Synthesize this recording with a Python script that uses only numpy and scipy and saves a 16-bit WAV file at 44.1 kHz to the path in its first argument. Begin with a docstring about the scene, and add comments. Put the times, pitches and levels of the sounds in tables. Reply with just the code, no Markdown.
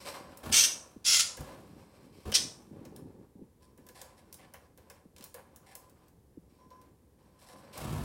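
"""Frightened budgie in a wire cage

A hand reaches into the cage in a small, hard room and moves a plastic perch: filtered friction, ringing bars, ticks.
The bird flutters (pulsed air and feather noise) and gives three harsh squawks, chaotic pulses against whistles.
Fingers rub and bump the microphone casing (dull friction, falling thuds); at last a bird takes off close by."""
import sys
import numpy as np
from scipy import signal
from scipy.fft import rfft, irfft, next_fast_len
from scipy.io import wavfile
from scipy.ndimage import map_coordinates

SR = 44100
rng = np.random.default_rng(int(sys.argv[2]) if len(sys.argv) > 2 else 0)


def waveform_to_disk(signal):
    """Save audio, clipped to [-1, 1], as 16-bit WAV at the path in sys.argv[1]."""
    frames = np.transpose(np.atleast_2d(signal))
    scaled = np.clip(frames, -1, 1) * 32767
    samples = np.round(scaled).astype(np.int16)
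    wavfile.write(sys.argv[1], SR, samples)


N = 354563  # samples

# thin cage wires: centre_hz, width_hz, relative level_db
BARS = [(2318, 110, -1.5), (3100, 76, -4), (4085.4, 150, -2), (4945.3, 210, -2), (5500, 130, 1),
        (8200, 240, -7)]
# hollow body of the perch: centre_hz, width_hz, relative level_db
HOLLOW = [(752.04, 49, 7.5), (1114, 87, -5), (1688, 82, -0.5), (2130, 970, -1.5)]


def amp(db):
    """Decibels to gain."""
    return 10 ** (np.asarray(db) / 20)


def unit(x):
    """Scale to rms 1."""
    return x / np.sqrt(np.mean(x ** 2) + 1e-20)


def along(points, hz):
    """Read (Hz, value) points on a log frequency axis."""
    f, value = np.transpose(points)
    return np.interp(np.log(hz + 1), np.log(f + 1), value)


def clock(length_s):
    """Sample times over a length in seconds."""
    return np.arange(round(length_s * SR)) / SR


def wobble(rate_hz, n):
    """Smooth random curve with rate_hz knots a second."""
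    knots = rng.standard_normal(int(n * rate_hz / SR) + 4)
    return map_coordinates(knots, [np.arange(n) * rate_hz / SR])


def add(track, start_s, x):
    """Mix x into the track from start_s, cut at the track's end."""
    start = max(round(start_s * SR), 0)
    track[start:start + len(x)] += x[:max(len(track) - start, 0)]


def colour(x, points):
    """Minimum-phase filter shaped by (Hz, dB) points; the result has rms 1."""
    m = 2 * next_fast_len(len(x) // 2 + 4096)
    gain = amp(along(points, np.fft.rfftfreq(m, 1 / SR)))
    cepstrum = irfft(np.log(gain + 1e-6))
    # fold the cepstrum onto positive time
    cepstrum[1:m // 2] *= 2
    cepstrum[m // 2 + 1:] = 0
    return unit(irfft(rfft(x, m) * np.exp(rfft(cepstrum)))[:len(x)])


def ring(x, modes):
    """Parallel resonances (Hz, width Hz, dB) of alternating sign; the result has rms 1."""
    m = next_fast_len(len(x) + SR // 2)
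    f = np.fft.rfftfreq(m, 1 / SR)
    response = 0
    for k, (centre_hz, width_hz, db) in enumerate(modes):
        damping = 1j * f * width_hz
        response = response + (-1) ** k * amp(db) * damping / (centre_hz ** 2 - f * f + damping)
    return unit(irfft(rfft(x, m) * response, m)[:len(x)])


def friction(rate_hz, spread_db, smooth):
    """Stick-slip: random tiny slips of uneven size on a smooth hiss; rms 1."""
    sizes = rng.standard_normal(N) * amp(spread_db * rng.standard_normal(N).clip(-2, 2))
    slips = (rng.random(N) < rate_hz / SR) * sizes
    return unit(unit(slips) + smooth * rng.standard_normal(N))


def envelope(t, length_s, rise_s, fall_s):
    """Soft attack, hold until length_s, exponential release."""
    return (1 - np.exp(-t / rise_s)) ** 2 * np.exp(-np.maximum(t - length_s, 0) / fall_s)


def gestures(rows, rise_s, fall_s):
    """One gain track per dB column of (start_s, length_s, dB, ..) rows; overlaps add in power."""
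    power = np.zeros((len(rows[0]) - 2, N))
    for start_s, length_s, *levels in rows:
        shape = envelope(clock(length_s + 10 * fall_s), length_s, rise_s, fall_s)
        for track, db in zip(power, levels):
            add(track, start_s, (amp(db) * shape) ** 2)
    return np.sqrt(power)


def room(x, wet_db, gap_s=.006):
    """Direct sound, a few near reflections and a noise tail with frequency-dependent decay."""
    # tail decay: freq_hz, t60_s
    decay = [(150, 0.47), (1000, 0.51), (3000, 0.31149), (6000, 0.38), (9000, 0.39), (14000, .25)]
    # near surfaces: delay_s, gain
    walls = [(.0019, 0.17), (.0034, 0.11), (.0052, 0.1), (.0083, 0.15), (0.0126, .2), (.019, 0.12)]
    hz, t, z = signal.stft(rng.standard_normal((SR * 3) // 4), SR, nperseg=256)
    fading = z * amp(-60 * t / along(decay, hz)[:, None])
    tail = signal.istft(fading, SR, nperseg=256)[1]
    response = np.pad(amp(wet_db) * tail / np.linalg.norm(tail), (int(gap_s * SR), 0))
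    for delay_s, gain in walls:
        add(response, delay_s, [gain])
    response[0] += 1  # direct sound
    return signal.fftconvolve(x, response)[:N]


def background(level_db=-64):
    """Steady quiet noise, strongest in the bass."""
    # noise spectrum: freq_hz, relative level_db
    spectrum = [(15, -44.5), (25, -17.5), (76, 3.5), (107, -2.5), (513, -11.5), (637, -20), (1010, -21),
                (1390, -31.5), (1640, -28.5), (2590, -34.5), (5520, -35), (6310, -35), (10300, -32.5),
                (15800, -36.5)]
    return amp(level_db) * colour(rng.standard_normal(N), spectrum)


def fingers(rise_s=0.015, fall_s=0.026, grip_db=-64.5, grip_swing_db=4.5, grip_rate_hz=11):
    """Dull friction of fingers on the casing: faint all the time, louder when they shift."""
    # finger shifts: start_s, length_s, level_db (before trim)
    rubs = [(0, 0.29, -51), (.25, 1.7, -61), (1.45, 0.37, -50.5), (1.95, 0.2627, -53.5),
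            (2.37, 0.12, -43.5), (2.5, 0.2506, -53), (2.7, 0.39216, -45), (3.1, 0.14692, -49),
            (3.35, 0.08258, -48), (3.78, 0.12186, -53.5), (7.5, 0.4387, -56)]
    # rubbing spectrum: freq_hz, relative level_db
    spectrum = [(35, -47), (60, -5.5), (184, 2), (380, -2), (572, -12.5), (694, -26.5), (768, -17.5),
                (900, -17.5), (1170, -47.5), (1980, -120)]
    shifts, = gestures(rubs, rise_s, fall_s)
    grip = amp(grip_db + grip_swing_db * wobble(grip_rate_hz, N))
    rub = colour(friction(rate_hz=400, spread_db=4, smooth=1.3), spectrum)
    return np.hypot(shifts, grip) * amp(-5.5) * rub


def bumps(high_hz=430, low_hz=100, attack_s=0.005, pitch_fall_s=.011, t60_s=.05, rough=0.38):
    """Soft finger bumps disperse in the casing: the higher part arrives first, so pitch falls."""
    # bumps: start_s, level_db (peak is 5 dB lower)
    hits = [(0.961, -33.5), (1.692, -44), (1.77, -47), (2.71, -35.5), (2.809, -34), (3.056, -42),
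            (3.171, -43.5), (3.351, -40.5), (3.414, -34), (3.788, -46), (5.052, -41), (5.201, -41),
            (6.372, -34.5), (6.659, -45)]
    out, t = np.zeros(N), np.arange(SR // 8) / SR
    for start_s, db in hits:
        hz = low_hz + (high_hz - low_hz) * np.exp(-t / pitch_fall_s)
        hz = hz * np.exp(0.066 * rng.standard_normal())  # pitch differs from bump to bump
        thud = np.sin(2 * np.pi * np.cumsum(hz) / SR)
        thud *= amp(-60 * t / t60_s) * (1 - np.exp(-t / attack_s)) ** 2
        thud *= 1 + rough * wobble(510, len(t))
        add(out, start_s, amp(db - 5.0) * thud / np.abs(thud).max())
    return out


def handling(rise_s=0.0032, fall_s=0.04):
    """Slips of the sliding perch or arm ring tray and wires, hiss, and make a single bar sing."""
    # slides: start_s, length_s, scrape_db, hiss_db, singing_bar_db (all before trims)
    slides = [(0, 0.0354, -49.5, -50.5, -66), (.045, .035, -42, -45.5, -54), (.135, .03, -42, -51, -55),
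              (.2, 0.21, -53.5, -66.5, -68.5), (.6, 0.25, -60.5, -75, -64), (1.2, .17, -57.5, -72, -61),
              (1.38, 0.18, -51.5, -64.5, -63), (1.6, .52, -64, -71.5, -86.5), (2.12, 0.17, -65, -66, -87.5),
              (2.72, 0.2821, -61.5, -76.5, -85), (3.05, 0.18, -68, -83, -90.5),
              (3.6, 0.0963, -71.5, -78.5, -68), (3.77, 0.1522, -70.5, -79.5, -69.5),
              (3.95, 0.15, -58, -69, -63), (4.1, 0.56, -64, -77, -74), (4.77, 0.23, -63.5, -77.5, -78.5),
              (5.17, 0.089, -61, -65.5, -70.5), (5.34, 0.049, -53.5, -75, -66),
              (5.45, 0.45166, -64.5, -81.5, -72), (5.7, 0.13, -63.5, -72, -64),
              (5.95, 0.13, -67.5, -78.5, -79), (6.49, 0.063, -74.5, -74, -76),
              (6.585, .06, -68, -81, -61.5), (6.705, 0.065, -65.5, -81, -56.5),
              (6.8, 0.058, -66, -80, -71.5), (7.18, 0.29, -70.5, -80, -72.5), (7.41, .03, -63, -69, -64),
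              (7.48, 0.078, -56, -78, -57.5), (7.59, 0.21, -57.5, -70, -70.5),
              (7.725, .04, -56, -55.5, -75.5)]
    # tray and bars: centre_hz, width_hz, relative level_db
    cage = [(533, 51, 6), (763.34, 41, 2.5), (1020, 62, -1), (1150, 66, -9), (1710, 80, -12)]
    # scrape spectrum: freq_hz, relative level_db
    scrape_points = [(240, -42), (400, -6), (555, -10.5), (848, -3), (1050, -4), (1260, -5), (2800, -18),
                     (4000, -22.5), (5200, -39.5), (8800, -120)]
    # hiss spectrum: freq_hz, relative level_db
    hiss_points = [(1180, -40.5), (2000, -4), (2400, -3), (2800, -5), (4750, -6.5), (6830, -12),
                   (8260, -5.5), (9080, -9.5), (14100, -13.5), (15800, -24)]
    # one rubbed bar: centre_hz, width_hz, relative level_db
    wire = [(1017.8, 10.43, 7), (1670, 39, -22), (5536.4, 69.427, -17)]
    scrape_gain, hiss_gain, singing_gain = gestures(slides, rise_s, fall_s)
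    slips = friction(rate_hz=1700, spread_db=0.5, smooth=0.53)
    coarse_slips = friction(rate_hz=1400, spread_db=2.5, smooth=0.48)
    fine_slips = friction(rate_hz=2500, spread_db=2.5, smooth=1)
    scrape = amp(-6.5) * ring(slips, cage) + amp(-8.5) * colour(coarse_slips, scrape_points)
    hiss = amp(-4) * colour(fine_slips, hiss_points) + amp(-7) * ring(slips, BARS)
    singing_bar = amp(-5) * ring(rng.standard_normal(N), wire)
    pressure = amp(1.6 * wobble(25, N))
    return pressure * (scrape_gain * scrape + hiss_gain * hiss) + singing_gain * singing_bar


def strokes(rise_s=0.0015, release_s=.0063):
    """Short firm strokes along the bars rasp brightly and sound the hollow perch."""
    # strokes: start_s, length_s, grit_db, hollow_body_db
    rasps = [(3.62, 0.02989, -66.5, -70.5), (3.946, 0.073, -57.5, -58.5), (4.168, 0.029, -64.5, -64),
             (4.386, 0.0655, -74, -62), (4.543, 0.03156, -80, -64.5), (4.904, 0.07518, -89, -70.5),
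             (5.661, 0.07, -61.5, -59), (7.388, 0.05637, -63.5, -70), (7.463, 0.074, -59, -61.5),
             (7.56, 0.046, -64, -68)]
    # grit spectrum: freq_hz, relative level_db
    grit_points = [(1500, -7), (2800, -3), (4200, -6), (5400, -1.5), (6600, -11), (8200, -4), (11000, -6.5),
                   (15500, -17)]
    slips = friction(rate_hz=1500, spread_db=3.5, smooth=0.69)
    grit = unit(colour(slips, grit_points) + amp(-15.5) * ring(slips, BARS))
    grit_gain, hollow_gain = gestures(rasps, rise_s, release_s)
    return grit_gain * grit + hollow_gain * ring(slips, HOLLOW)


def ticks(knock_t60_s=0.051, knock_rise_s=0.0048, snap=1.2, snap_t60_s=0.0023, chatter_t60_s=0.037):
    """Perch or claws touch the bars: a snap with short chatter, and a knock that rings the perch."""
    # touches: start_s, crack_db, knock_db (both before trims), brightness_db per octave
    touches = [(.373, -36, -59, 2.5), (1.371, -38.5, -43, -2), (1.407, -39, -44.5, -3),
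               (2.319, -30, -37, -2), (2.852, -44, -49.5, -5), (2.963, -39.5, -62, 0),
               (3.777, -51, -59.5, 1.5), (3.866, -45, -57.5, 0.5), (3.888, -41, -51.5, -3.5),
               (4.016, -34, -52, -2), (4.327, -35, -58, 1.5), (4.343, -37, -68.5, 0.5),
               (4.538, -37.5, -46, 3), (4.776, -47, -59, -2.5), (4.9, -37.5, -48.5, .5),
               (5.164, -44, -60.5, -6.5), (5.183, -44.5, -71.5, -3), (5.209, -43, -66, -8),
               (5.225, -42, -64.5, -6.5), (5.241, -32.5, -67, 0.5), (5.343, -35, -45.5, 1),
               (5.561, -40, -63, 3), (5.753, -31, -51.5, 2.5), (5.897, -50, -70, 2), (6.083, -51, -70, 3),
               (6.705, -54, -57, -2), (6.815, -52, -64, -3), (7.778, -31.5, -45, -1.5)]
    # crack spectrum: freq_hz, relative level_db
    spectrum = [(800, -25.5), (2500, -8), (5300, 1), (7000, 0.5), (9000, 1.5), (15500, 1)]
    # plastic perch: centre_hz, width_hz, relative level_db
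    perch = [(512, 34, 9.5), (771, 84, -6), (986, 87.7, -3.5), (1680, 100, -1), (2040, 270, -9),
             (2818, 710, -13.5)]
    out, t = np.zeros(N), np.arange(SR // 5) / SR
    crack_force = snap * amp(-60 * t / snap_t60_s) + amp(-60 * t / chatter_t60_s)
    knock_force = amp(-60 * t / knock_t60_s) * (1 - np.exp(-t / knock_rise_s))
    for start_s, crack_db, knock_db, bright_db in touches:
        tilted = [(hz, db + bright_db * np.log2(hz / 7000)) for hz, db in spectrum]
        crack = colour(rng.standard_normal(len(t)) * crack_force, tilted)
        knock = ring(rng.standard_normal(len(t)) * knock_force, perch)
        add(out, start_s, amp(crack_db - 26) * crack + amp(knock_db - 18) * knock)
    return out


def wings(beat_hz=31, turbulence=0.98, perch_db=-12, swish_depth_db=1.8,
          swish_share=0.2, settle_s=0.17, air_stop_s=0.014):
    """Uneven wing strokes push turbulent air, swish the feathers and brush the hollow perch."""
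    # flapping: start_s, length_s, air_build_s, air_db, swish_db (before trim)
    flights = [(0.429, .098, .02, -40, -43), (1.372, .045, .011, -41, -50.5), (2.252, .04, .011, -36, -47),
               (7.745, 0.36, 0.0738, -36.5, -43)]
    # air spectrum of each flight: freq_hz, relative level_db
    gusts = [
        [(26, -39.5), (45, -9.5), (76, 1.5), (146, -7), (312, -8), (393, -18), (450, -8.5), (580, -39.5),
         (990, -120)],
        [(26, -30), (45, -10.5), (75, -4.5), (140, -17), (257, -12), (450, -43.5), (580, -62.5), (990, -120)],
        [(26, -36), (45, -5), (81, -1), (130, -15.5), (204, -8), (281, -26.5), (450, -10), (580, -47),
         (990, -120)],
        [(26, -35.5), (45, -1), (70, 4.5), (162, 2), (225, -2.5), (270, -7), (450, -20), (580, -51),
         (990, -120)],
    ]
    # feather spectrum: freq_hz, relative level_db
    feathers = [(150, -33), (250, -5), (436, -9.5), (649, -7), (900, -12), (1060, -9), (1870, -23),
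                (2190, -14.5), (6410, -25.5), (10200, -25), (15800, -31)]
    out = np.zeros(N)
    for (start_s, length_s, build_s, air_db, swish_db), gust in zip(flights, gusts):
        t = clock(length_s + settle_s * 4)
        n = len(t)
        cycle = np.cumsum(beat_hz * np.exp(.3 * wobble(30, n))) / SR
        beats = np.diff(np.floor(cycle), prepend=-1)
        pushes = unit(beats * amp(2 * rng.standard_normal(n)))
        air = colour(pushes + turbulence * rng.standard_normal(n), gust)
        brush_db = swish_depth_db * (np.cos(2 * np.pi * cycle) + wobble(200, n))
        brush = rng.standard_normal(n) * amp(brush_db)
        swish = colour(brush, feathers) + amp(perch_db) * ring(brush, HOLLOW)
        # the air stops with the wings; the feathers swell sooner and settle slowly
        puff = envelope(t, length_s, build_s, air_stop_s)
        add(out, start_s, amp(air_db) * np.sqrt(np.mean(puff ** 2)) * unit(puff * air))
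        rustle = envelope(t, length_s, swish_share * build_s, settle_s)
        add(out, start_s, amp(swish_db - 2) * rustle * swish)
    return out


def smear(x, smear_s=.0016):
    """Dispersion: draw every pulse into a short falling sweep, keeping its spectrum."""
    m = next_fast_len(len(x) + SR // 20)
    f = np.fft.rfftfreq(m, 1 / SR)
    delay_s = smear_s * (1 - np.minimum(f / 10000, 1))
    phase = 2 * np.pi * np.cumsum(delay_s) * f[1]
    return irfft(rfft(x, m) * np.exp(-1j * phase), m)[:len(x)]


def unsteady_phase(hz, n, lurch=.018, tremble=.05):
    """Phase of a membrane whose pitch lurches every few milliseconds and trembles in between."""
    drift = lurch * wobble(220, n) + tremble * wobble(1500, n)
    return 2 * np.pi * np.cumsum(hz * (1 + drift)) / SR


def effort(t, length_s, slack, slack_db=26.5, catch_s=.017, catch_db=8, push_db=1, push_width_s=0.0064,
           cut_after_s=.011, cut_db_per_s=2198.5):
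    """Call level in dB: swells with pressure, holds, catches, pushes once more and shuts off."""
    def hump(at_s):
        return np.exp(-.5 * ((t - at_s) / push_width_s) ** 2)

    cut_db = cut_db_per_s * np.maximum(t - length_s - cut_after_s, 0)
    return -slack_db * slack - catch_db * hump(length_s - catch_s) + push_db * hump(length_s) - cut_db


def squawk(length_s, swell_s, db, pulse_hz, top_hz, low_hz, low_db, first_tone_db, last_tone_db, throat,
           jitter=.045, rasp=.5, overtone_db=-15, slack_slows=.3, slack_flattens=0.13,
           low_drift_db=-1, tone_swing_db=4.5, flutter_db=1.7):
    """The syrinx flips between chaotic slaps with puffs of noise and the whistles of its two sides."""
    # the rasp thins out while the bird whistles: freq_hz, relative level_db
    closed_throat = [(1200, -16), (2000, -9), (3200, -2.5), (5000, -6)]
    t = clock(length_s + .04)
    n = len(t)
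    progress = np.minimum(t / length_s, 1)
    # until the pressure is up, pulses are slower and the whistle flatter
    slack = np.exp(-t / swell_s)
    rate_hz = pulse_hz * (1 - slack_slows * slack)
    whistle_hz = top_hz * (1 - slack_flattens * slack)
    tone_db = first_tone_db + (last_tone_db - first_tone_db) * progress + tone_swing_db * wobble(110, n)
    tone_power = amp(tone_db) ** 2
    purity = tone_power / (1 + tone_power)  # share of the power that is tone
    low_db = low_db + low_drift_db * (progress - .5)

    cycle = np.cumsum(rate_hz * np.exp(jitter * wobble(400, n))) / SR
    slaps = np.diff(np.floor(cycle), prepend=-1) * amp(rng.standard_normal(n))
    opening = unit(np.exp(-1.8 * (cycle % 1)))
    puffs = rasp * opening * rng.standard_normal(n)
    harsh = colour(unit(smear(slaps)) * .55 + puffs, throat)
    harsh = unit((1 - purity) * harsh + purity * colour(harsh, closed_throat))

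    high, low = unsteady_phase(whistle_hz, n), unsteady_phase(low_hz, n)
    tones = np.sin(high) + amp(overtone_db) * np.sin(2 * high)
    whistle = unit(np.sqrt(opening) * tones) * amp(1.2 * wobble(200, n))
    low_gain = amp(low_db + 3.8 * wobble(130, n) - 5.5)
    growl = unit(harsh + low_gain * unit(opening * np.sin(low)))
    voice = np.sqrt(purity) * whistle + np.sqrt(1 - purity) * growl
    return unit(voice) * amp(db + effort(t, length_s, slack) + flutter_db * wobble(260, n))


def budgie():
    """Three alarm squawks from the syrinx, the last led in by a short chip."""
    # calls: start_s, last_push_s (after start), swell_s, effort_db (before trim), pulse_hz, whistle_hz,
    # low_voice_hz, low_voice_db (before trim), start_tone_over_rasp_db, end_tone_over_rasp_db
    calls = [(.516, .127, .007, -20.5, 448.66, 6007, 2787, -11.5, -9, -1),
             (1.044, .155, .009, -23, 690, 5366, 3352, -8.5, -0.5, -8),
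             (2.318, 0.0012, .001, -38, 190, 3000, 2278, -9, 4.5, -1.5),
             (2.338, 0.014, .0015, -19, 510, 5396, 4067, -8, -2.5, -7)]
    # throat and beak spectrum of each squawk: freq_hz, relative level_db
    throats = [
        [(410, -58), (700, -26.5), (957, -29.5), (1420, -12.5), (2070, -15.5), (2260, -7.5), (2510, -11.5),
         (2830, -6.5), (3810, -9), (5940, -5), (7130, -11), (8670, -7), (11400, -22.5), (14400, -21),
         (15800, -32)],
        [(500, -46), (900, -27.5), (1350, -14), (1750, -16.5), (2500, -8), (3300, -7.5), (4400, -6), (5500, -3),
         (7500, -4), (8300, -13), (10400, -8.5), (12300, -23), (15800, -26)],
        [(600, -37.5), (1300, -22.5), (2100, -10.5), (3000, -5.5), (4100, -4), (5700, 1.5), (6700, -7.5),
         (8700, -5.5), (10300, -19), (15800, -26)],
    ]
    out = np.zeros(N)
    for (start_s, *call), throat in zip(calls, throats + throats[-1:]):  # chip and last squawk share one
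        add(out, start_s, amp(-1.5) * squawk(*call, throat))
    return out


def scene():
    """Bird and cage sound in the room; the fingers are right at the microphone."""
    cage = room(handling() + strokes(), wet_db=-8.5) + room(ticks(), wet_db=-6.0)
    bird = room(wings(), wet_db=-10.5) + room(budgie(), wet_db=-5)
    return (background() + fingers() + bumps() + cage + bird)[None]


def record(dry, ceiling=0.64, top_hz=15900):
    """Round off the highest peaks, then keep nothing from top_hz up."""
    held = dry / (1 + (dry / ceiling) ** 6) ** (1 / 6)
    m = next_fast_len(N + SR // 2)
    passed = np.fft.rfftfreq(m, 1 / SR) < top_hz
    return irfft(rfft(held, m) * passed, m)[..., :N]


dry = scene()
out = record(dry)
waveform_to_disk(out)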